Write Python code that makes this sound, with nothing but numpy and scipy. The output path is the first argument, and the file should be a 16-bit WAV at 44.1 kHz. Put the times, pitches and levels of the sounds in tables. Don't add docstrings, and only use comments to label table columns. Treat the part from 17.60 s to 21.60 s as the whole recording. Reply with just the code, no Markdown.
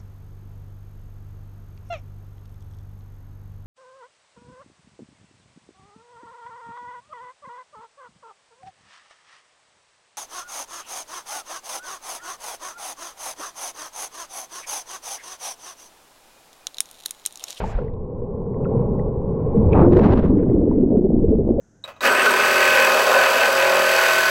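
import sys
import numpy as np
from scipy import signal
from scipy.fft import rfft, irfft
from scipy.io import wavfile

SR = 44100
rng = np.random.default_rng(int(sys.argv[2]) if len(sys.argv) > 2 else 0)


def store_wav(level_fs):
    pcm = np.round(np.clip(np.atleast_2d(level_fs), -1, 1) * 32767)
    wavfile.write(sys.argv[1], SR, pcm.T.astype(np.int16))


N = 176400
TIME = np.arange(N) / SR


def bubble(hz, t60_s, attack_s, rise):
    t = np.arange(int(1.5 * t60_s * SR) + 2) / SR
    swell = 1 - np.exp(-(t / attack_s) ** 2)
    phase = 2 * np.pi * hz * t * (1 + rise * t / t60_s / 2)
    return swell * from_db(-60 * t / t60_s) * np.sin(phase)


def cloud(spectrum, per_s, cycles, rise, spread_db, attack_cycles=1, pitch_curve=((0, 1),)):
    out = np.zeros(N)
    low_hz, high_hz = spectrum[0][0], spectrum[-1][0]
    draws = rng.random((20000, 4))
    for when, place, size, sign in draws[:int(per_s * N / SR)]:
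        start_s = when * N / SR
        hz = low_hz * (high_hz / low_hz) ** place
        gain = at_hz(spectrum, hz) * from_db(spread_db * size) * np.sign(sign - .5)
        hz *= np.interp(start_s, *np.transpose(pitch_curve))
        add(out, start_s, gain * bubble(hz, cycles / hz, attack_cycles / hz, rise))
    return unit_rms(out)


# start_s, pitch_hz, relative_db, t60_s
GLUG_EVENTS = [(.025, 186.5, -24, 0.13), (1.942, 446, -11, .087), (1.965, 203.2, -10, 0.21),
               (2.122, 227, -14, 0.09), (2.174, 182.6, -9.5, .13), (2.213, 185, -3, 0.045),
               (2.218, 331, -9.5, 0.18), (2.261, 279, -6, 0.11), (2.268, 348, -9.5, 0.16),
               (2.317, 348.5, -5, 0.11), (2.361, 347, -5, .08), (2.389, 426, -12.5, 0.12),
               (2.407, 200.5, -7.5, .11), (2.454, 175.5, -8, .09), (2.521, 369, -9.5, 0.065),
               (2.586, 229, -12.5, 0.12), (2.691, 248, -11, 0.16), (2.719, 307.6, -9, 0.14),
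               (2.729, 191.6, -12.5, 0.12), (2.77, 285, -11.5, 0.095), (2.9, 372.5, -13, 0.16),
               (2.929, 318, -10, 0.13), (2.974, 290, -13, 0.1), (3.021, 310, -15.5, 0.13),
               (3.071, 391.6, -12, 0.088), (3.088, 239.5, -8, .09), (3.166, 288, -13.5, 0.15),
               (3.198, 247.8, -8, 0.21), (3.227, 366.6, -7.5, 0.096), (3.305, 229, -12.5, 0.085),
               (3.366, 225, -2, 0.057), (3.443, 379, -7, 0.081), (3.535, 232, -11.5, .13),
               (3.633, 450, -12, 0.12), (3.701, 237, -7, 0.07), (3.722, 430, -11, .12),
               (3.783, 374.4, -8, 0.078), (3.886, 340, -13, 0.083), (3.899, 225, -11.5, 0.11),
               (3.977, 550, -18.5, 0.24)]

def glugs():
    out = np.zeros(N)
    for start_s, hz, db, t60_s in GLUG_EVENTS:
        add(out, start_s, from_db(db + 4) * bubble(hz, t60_s, attack_s=.0055, rise=.15))
    return out


def glug_activity(length_s=.12):
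    out = np.zeros(N)
    for start_s, *_ in GLUG_EVENTS:
        add(out, start_s - length_s / 4, signal.windows.hann(int(length_s * SR)))
    return np.minimum(out, 1)


# time_s, level_db
CHURN_LEVEL = [(1.86, -100), (1.95, -26.5), (2.1, -26), (2.18, -15), (2.33, -18), (2.5, -17), (2.62, -19),
               (2.75, -18.5), (3.2, -18.5), (3.42, -15.5), (3.6, -18.5), (3.75, -19), (3.86, -15.5),
               (4, -22.5)]
# unshifted_pitch_hz, gain_db
CHURN_SPECTRUM = [(140, -11), (200, 1.5), (290, 2.5), (420, 4), (510, -5), (640, -16.5), (950, -32),
                  (1400, -47.5)]
# time_s, pitch_ratio
CHURN_SHIFT = [(1.95, 0.95), (2.28, 1.187), (2.7, 0.904), (3.0, 1.047), (3.3, 0.99), (3.8, 0.99),
               (4, 1.224)]

def churn():
    swarm = cloud(CHURN_SPECTRUM, per_s=740, cycles=10.1, rise=.15, spread_db=7.5,
                  pitch_curve=CHURN_SHIFT)
    return level(CHURN_LEVEL) * from_db(.5 * glug_activity()) * hold_rms(swarm, span_s=.07)


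# time_s, level_db
RUSH_LEVEL = [(1.9, -120), (2.05, -64.5), (2.11, -49.5), (2.15, -23), (2.21, -22), (2.26, -27),
              (2.31, -51.5), (2.45, -27.5), (2.6, -38.5), (2.8, -49.5), (3.17, -53.5), (3.4, -67),
              (3.8, -68.5), (3.88, -59)]
# pitch_hz, gain_db
RUSH_SPECTRUM = [(600, 2), (950, 5.5), (1300, -6.5), (1800, -12.5), (2500, -24.5), (3300, -28.5),
                 (4000, -22.5)]

def rush():
    return level(RUSH_LEVEL) * cloud(RUSH_SPECTRUM, per_s=3300, cycles=13, rise=.06, spread_db=8)


# time_s, relative_db
TRAIL_LEVEL = [(2.5, -120), (2.64, -52), (2.74, -63.5), (2.82, -48), (2.9, -47.5), (2.97, -73.5),
               (3.15, -60.5), (3.27, -73.5), (4, -76.5)]
# pitch_hz, gain_db
TRAIL_SPECTRUM = [(1300, 0), (2000, -2), (2700, -9.5), (3600, -10.5)]

def trail():
    swarm = cloud(TRAIL_SPECTRUM, per_s=730, cycles=12, rise=.065, spread_db=29.5, attack_cycles=1.6)
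    swell_db = 8 * glug_activity() - 12
    return level(TRAIL_LEVEL) * from_db(swell_db) * swarm


# centre_s, length_s, gain_db
SURGE_LULLS = [(2.018, 0.032, -14), (2.106, 0.026, -8), (2.623, 0.035, -12), (3.262, 0.062, -2.5),
               (3.42, 0.065, -3.5), (3.478, 0.02, -12.5), (3.666, 0.022, -6.5), (3.842, 0.077, -7),
               (3.945, 0.053, -5.5)]

def surge(lowpass_hz=3720):
    lull_db = np.zeros(N)
    for centre_s, length_s, db in SURGE_LULLS:
        add(lull_db, centre_s - length_s / 2, db * signal.windows.tukey(int(length_s * SR), .5))
    swarm = from_db(lull_db) * (churn() + rush() + trail())
    return butterworth(swarm, lowpass_hz, order=8)


# start_s, pitch_hz, level_db, t60_s
PLINK_EVENTS = [(.004, 2430, -39, 0.029), (.039, 856, -17, 0.054), (0.116, 1050, -41, 0.024),
                (.186, 513, -19.5, 0.047), (.188, 1360, -30, 0.03), (.28, 1880, -40, .018),
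                (.336, 3420, -51, 0.01), (.943, 1850, -44.5, 0.0069), (1.046, 2500, -39, 0.016),
                (1.054, 1312, -26, 0.033), (1.394, 1890, -38.5, 0.024), (2.131, 2460, -25, .022),
                (2.221, 1207, -19.5, 0.033), (3.113, 927, -27, 0.036)]

def plinks(splash_db=-7, splash_t60_s=.014):
    out = np.zeros(N)
    splash_decay = from_db(-60 * TIME[:SR // 20] / splash_t60_s)
    for start_s, hz, db, t60_s in PLINK_EVENTS:
        burst = splash_decay * rng.standard_normal(len(splash_decay))
        splash = butterworth(burst, [hz * .6, hz * 1.15], order=4, kind="band")
        add(out, start_s, from_db(db + splash_db) * splash / np.abs(splash).max())
        add(out, start_s, from_db(db) * bubble(hz, t60_s, attack_s=.00096, rise=.2))
    return out


# start_s, length_s, level_db
CRACKLE_BURSTS = [(2.318, 0.026, -33), (2.351, 0.002, -24.5), (2.359, 0.022, -26), (2.388, 0.012, -23),
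                  (2.402, 0.032, -39), (2.427, 0.05, -27), (2.47, 0.042, -39), (2.504, 0.04, -27),
                  (2.567, 0.036, -29.5), (2.623, 0.05, -37), (2.671, 0.035, -46.5)]
# time_s, level_db
CRACKLE_LEVEL = [(1.85, -120), (1.95, -58), (2.3, -46.5), (2.33, -39), (2.44, -30.5), (2.58, -36),
                 (2.7, -50.5), (2.76, -71)]
# freq_hz, gain_db
CRACKLE_SPECTRUM = [(250, -7.5), (500, 10), (950, 1.5), (1400, -5.5), (2500, -17), (4000, -27), (6000, -40),
                    (8500, -57.5), (11000, -58), (16000, -59)]

def crackle():
    envelope = level(CRACKLE_LEVEL)
    for start_s, length_s, db in CRACKLE_BURSTS:
        add(envelope, start_s, from_db(db) * signal.windows.tukey(int(length_s * SR), .5))
    return envelope * coloured(clicks(per_s=1700, spread_db=2), CRACKLE_SPECTRUM)


# start_s, level_db
SNAP_EVENTS = [(2.329, -36), (2.368, -40), (2.3732, -28), (2.379, -34), (2.411, -46)]

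def snaps():
    out = np.zeros(N)
    for start_s, db in SNAP_EVENTS:
        add(out, start_s, from_db(db) * bubble(hz=5000, t60_s=.0004, attack_s=.00002, rise=0))
    return out


# start_s, relative_db
POP_EVENTS = [(.64, -59), (1.945, -51.5), (1.974, -46), (2.7711, -49.5), (2.899, -50), (2.83, -45),
              (2.9796, -45), (3.222, -44), (3.3134, -38.5), (3.366, -39.5), (3.445, -39), (3.539, -43),
              (3.614, -48), (3.695, -41.5), (3.757, -48), (3.8866, -40)]
# freq_hz, gain_db
PUFF_SPECTRUM = [(1000, 4), (2000, -9), (3300, -11.5), (4500, -19.5), (7000, -21), (12000, -29.5)]

def pops(centre_hz=2300, spread_octaves=.4, lowpass_hz=3800, puff_s=.035):
    rings, puff_envelope = np.zeros(N), np.zeros(N)
    for start_s, db in POP_EVENTS:
        hz = centre_hz * 2 ** (spread_octaves * rng.uniform(-1, 1))
        add(rings, start_s, from_db(db + 3.5) * bubble(hz, t60_s=.0012, attack_s=.0002, rise=0))
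        puff = from_db(db - 22.5) * signal.windows.hann(int(puff_s * SR))
        add(puff_envelope, start_s - puff_s / 3, puff)
    puffs = puff_envelope * coloured(clicks(per_s=1500, spread_db=6), PUFF_SPECTRUM)
    return butterworth(rings, lowpass_hz, order=2) + puffs


# time_s, level_db
SQUIRT_LEVEL = [(2.06, -110), (2.11, -59.5), (2.133, -39.5), (2.15, -48.5), (2.21, -52.5), (2.25, -64),
                (2.32, -110)]
# freq_hz, gain_db
SQUIRT_SPECTRUM = [(1900, -21), (2300, 1.5), (2500, 4.5), (2800, -8), (3200, -17), (3700, -16), (4200, -33)]

def squirt():
    return level(SQUIRT_LEVEL) * coloured(clicks(per_s=1100, spread_db=4), SQUIRT_SPECTRUM)


# time_s, level_db
FIZZ_LEVEL = [(0, -29.5), (.06, -39.5), (.13, -39.5), (.19, -43.5), (.28, -57), (.315, -63), (.5, -111.5)]
# freq_hz, gain_db
HISS_SPECTRUM = [(300, -1.5), (700, 4), (1100, -9), (1600, -11), (2500, -15), (3200, -23.5), (4800, -30),
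                 (6500, -42.5), (9000, -56)]
# pitch_hz, gain_db
FIZZ_RING_SPECTRUM = [(650, 0.5), (1200, 2), (2500, -12.5), (4500, -17)]

def fizz():
    hiss = coloured(rng.standard_normal(N), HISS_SPECTRUM)
    rings = cloud(FIZZ_RING_SPECTRUM, per_s=550, cycles=38, rise=.072, spread_db=13.5, attack_cycles=.63)
    return level(FIZZ_LEVEL) * (hiss + from_db(-3.5) * rings)


# freq_hz, gain_db
SPRAY_SPECTRUM = [(3500, -10), (5500, -8), (7500, -5), (9000, -28), (11000, -17), (13000, -31)]

def spray(start_s=.059, end_s=.11, fade_s=.033, level_db=-56.5):
    gate = np.interp(TIME, [start_s - fade_s, start_s, end_s, end_s + fade_s], [0, 1, 1, 0])
    return from_db(level_db) * gate * coloured(rng.standard_normal(N), SPRAY_SPECTRUM)


# start_s, pitch_hz, level_db
BUMP_EVENTS = [(.145, 35, -7.5), (1.969, 113.3, -10.5), (2.027, 91.5, -5.5), (2.058, 91.6, -5.5),
               (2.116, 109, -3.5), (2.145, 68, -6), (2.239, 87, -12.5), (2.495, 101.5, -5.5),
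               (2.64, 158, -11), (2.88, 123, -8.5), (3.731, 59, -13)]

def bumps():
    out = np.zeros(N)
    for start_s, hz, db in BUMP_EVENTS:
        add(out, start_s, from_db(db) * bubble(hz, t60_s=.15, attack_s=.0087, rise=0))
    return out


# time_s, level_db
FLOW_LEVEL = [(0, -33), (.15, -41.5), (.2, -27.5), (.32, -32), (.55, -29.5), (.88, -26.5), (1.02, -23),
              (1.16, -19.5), (1.38, -21.5), (1.6, -24), (1.9, -22), (2.0, -19), (2.3, -18), (2.7, -26.5),
              (3.1, -38.5), (3.4, -39.5)]
# freq_hz, gain_db
FLOW_SPECTRUM = [(50, -30.5), (88, -4.5), (140, 1.5), (215, -3), (255, -7.5), (322, -13), (395, -3),
                 (465, -1.5), (540, -9.5), (600, -16.5), (710, -23.5), (810, -19.5), (910, -23),
                 (1090, -23.5), (1240, -42.5), (1400, -42), (1600, -60), (2400, -65), (3700, -76.5)]

def flow(flutter_db=.48):
    turbulence = rng.standard_normal(N) * from_db(flutter_db * drift(rate_hz=31))
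    return level(FLOW_LEVEL) * coloured(turbulence, FLOW_SPECTRUM)


# time_s, level_db
BUFFET_LEVEL = [(0, -26.5), (.2, -30), (.45, -30.5), (.85, -35), (1.3, -26.5), (1.85, -27.5), (2.0, -20.5),
                (2.2, -15), (2.5, -19.5), (2.8, -22), (3.1, -23), (3.38, -27), (3.7, -20), (3.87, -23),
                (4, -22)]
# freq_hz, gain_db
BUFFET_SPECTRUM = [(10, 2), (25, -2.5), (60, -2.5), (95, -5), (140, -11), (250, -33), (600, -88)]

def buffet():
    return level(BUFFET_LEVEL) * coloured(rng.standard_normal(N), BUFFET_SPECTRUM)


# time_s, level_db
SPATTER_LEVEL = [(1.9, -100), (1.945, -68), (2.06, -76), (2.18, -67.5), (2.3, -65.5), (2.4, -100)]
# freq_hz, gain_db
SPATTER_SPECTRUM = [(1500, 0.5), (3300, -7), (5500, -17.5)]

def spatter():
    return level(SPATTER_LEVEL) * coloured(clicks(per_s=120, spread_db=2), SPATTER_SPECTRUM)


# time_s, level_db
SEETHE_LEVEL = [(.3, -74.5), (.85, -76.5), (1.0, -73.5), (1.19, -60.5), (1.35, -74.5), (1.65, -70),
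                (1.9, -62), (2.15, -61), (2.3, -110)]
# freq_hz, gain_db
SEETHE_SPECTRUM = [(1300, 1.5), (1700, -6.5), (2400, -8.5), (3000, -23), (3800, -29), (5000, -50)]

def seethe():
    return level(SEETHE_LEVEL) * coloured(clicks(per_s=5400, spread_db=1.5), SEETHE_SPECTRUM)


def from_db(db):
    return 10 ** (np.asarray(db) / 20)


def unit_rms(x):
    return x / np.sqrt(np.mean(x ** 2) + 1e-20)


def hold_rms(x, span_s):
    window = signal.windows.hann(int(span_s * SR))
    power = signal.fftconvolve(x ** 2, window / window.sum(), "same")
    return x / np.sqrt(np.abs(power) + 1e-6)


def level(rows):
    return from_db(np.interp(TIME, *np.transpose(rows)))


def at_hz(spectrum, hz):
    freq_hz, gain_db = np.transpose(spectrum)
    return from_db(np.interp(np.log(hz), np.log(freq_hz), gain_db))


def coloured(x, spectrum):
    hz = np.fft.rfftfreq(N, 1 / SR) + 1e-3
    skirts = np.minimum(1, hz / spectrum[0][0]) ** 2 * np.minimum(1, spectrum[-1][0] / hz) ** 4
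    return unit_rms(irfft(rfft(x) * at_hz(spectrum, hz) * skirts, N))


def butterworth(x, hz, order, kind="low"):
    return signal.sosfilt(signal.butter(order, hz, kind, fs=SR, output="sos"), x)


def drift(rate_hz):
    hz = np.fft.rfftfreq(N, 1 / SR)
    response = (hz > 2) / (1 + (hz / rate_hz) ** 2)
    return unit_rms(irfft(rfft(rng.standard_normal(N)) * response, N))


def clicks(per_s, spread_db):
    sizes = from_db(spread_db * np.minimum(rng.exponential(1, N), 4))
    signs = rng.choice([-1, 1], N)
    return sizes * signs * (rng.random(N) < per_s / SR)


def add(out, start_s, sound):
    i = int(np.clip(start_s * SR, 0, N - 1))
    out[i:i + len(sound)] += sound[:N - i]


def scene(floor_db=-102):
    wash = buffet() + flow() + seethe() + from_db(floor_db) * rng.standard_normal(N)
    bubbles = squirt() + surge() + glugs() + plinks()
    on_housing = bumps() + pops() + snaps() + spatter() + crackle()
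    return (wash + bubbles + on_housing + fizz() + spray())[None]


def record(dry, limit=.95, fade_s=.003, stopband_hz=15800):
    rounded = dry / (1 + (dry / limit) ** 8) ** (1 / 8)
    fade_in = np.minimum(TIME / fade_s, 1)
    lowpass = signal.cheby2(12, 70, stopband_hz, fs=SR, output="sos")
    return signal.sosfilt(lowpass, fade_in * rounded)


dry = scene()
out = record(dry)
store_wav(out)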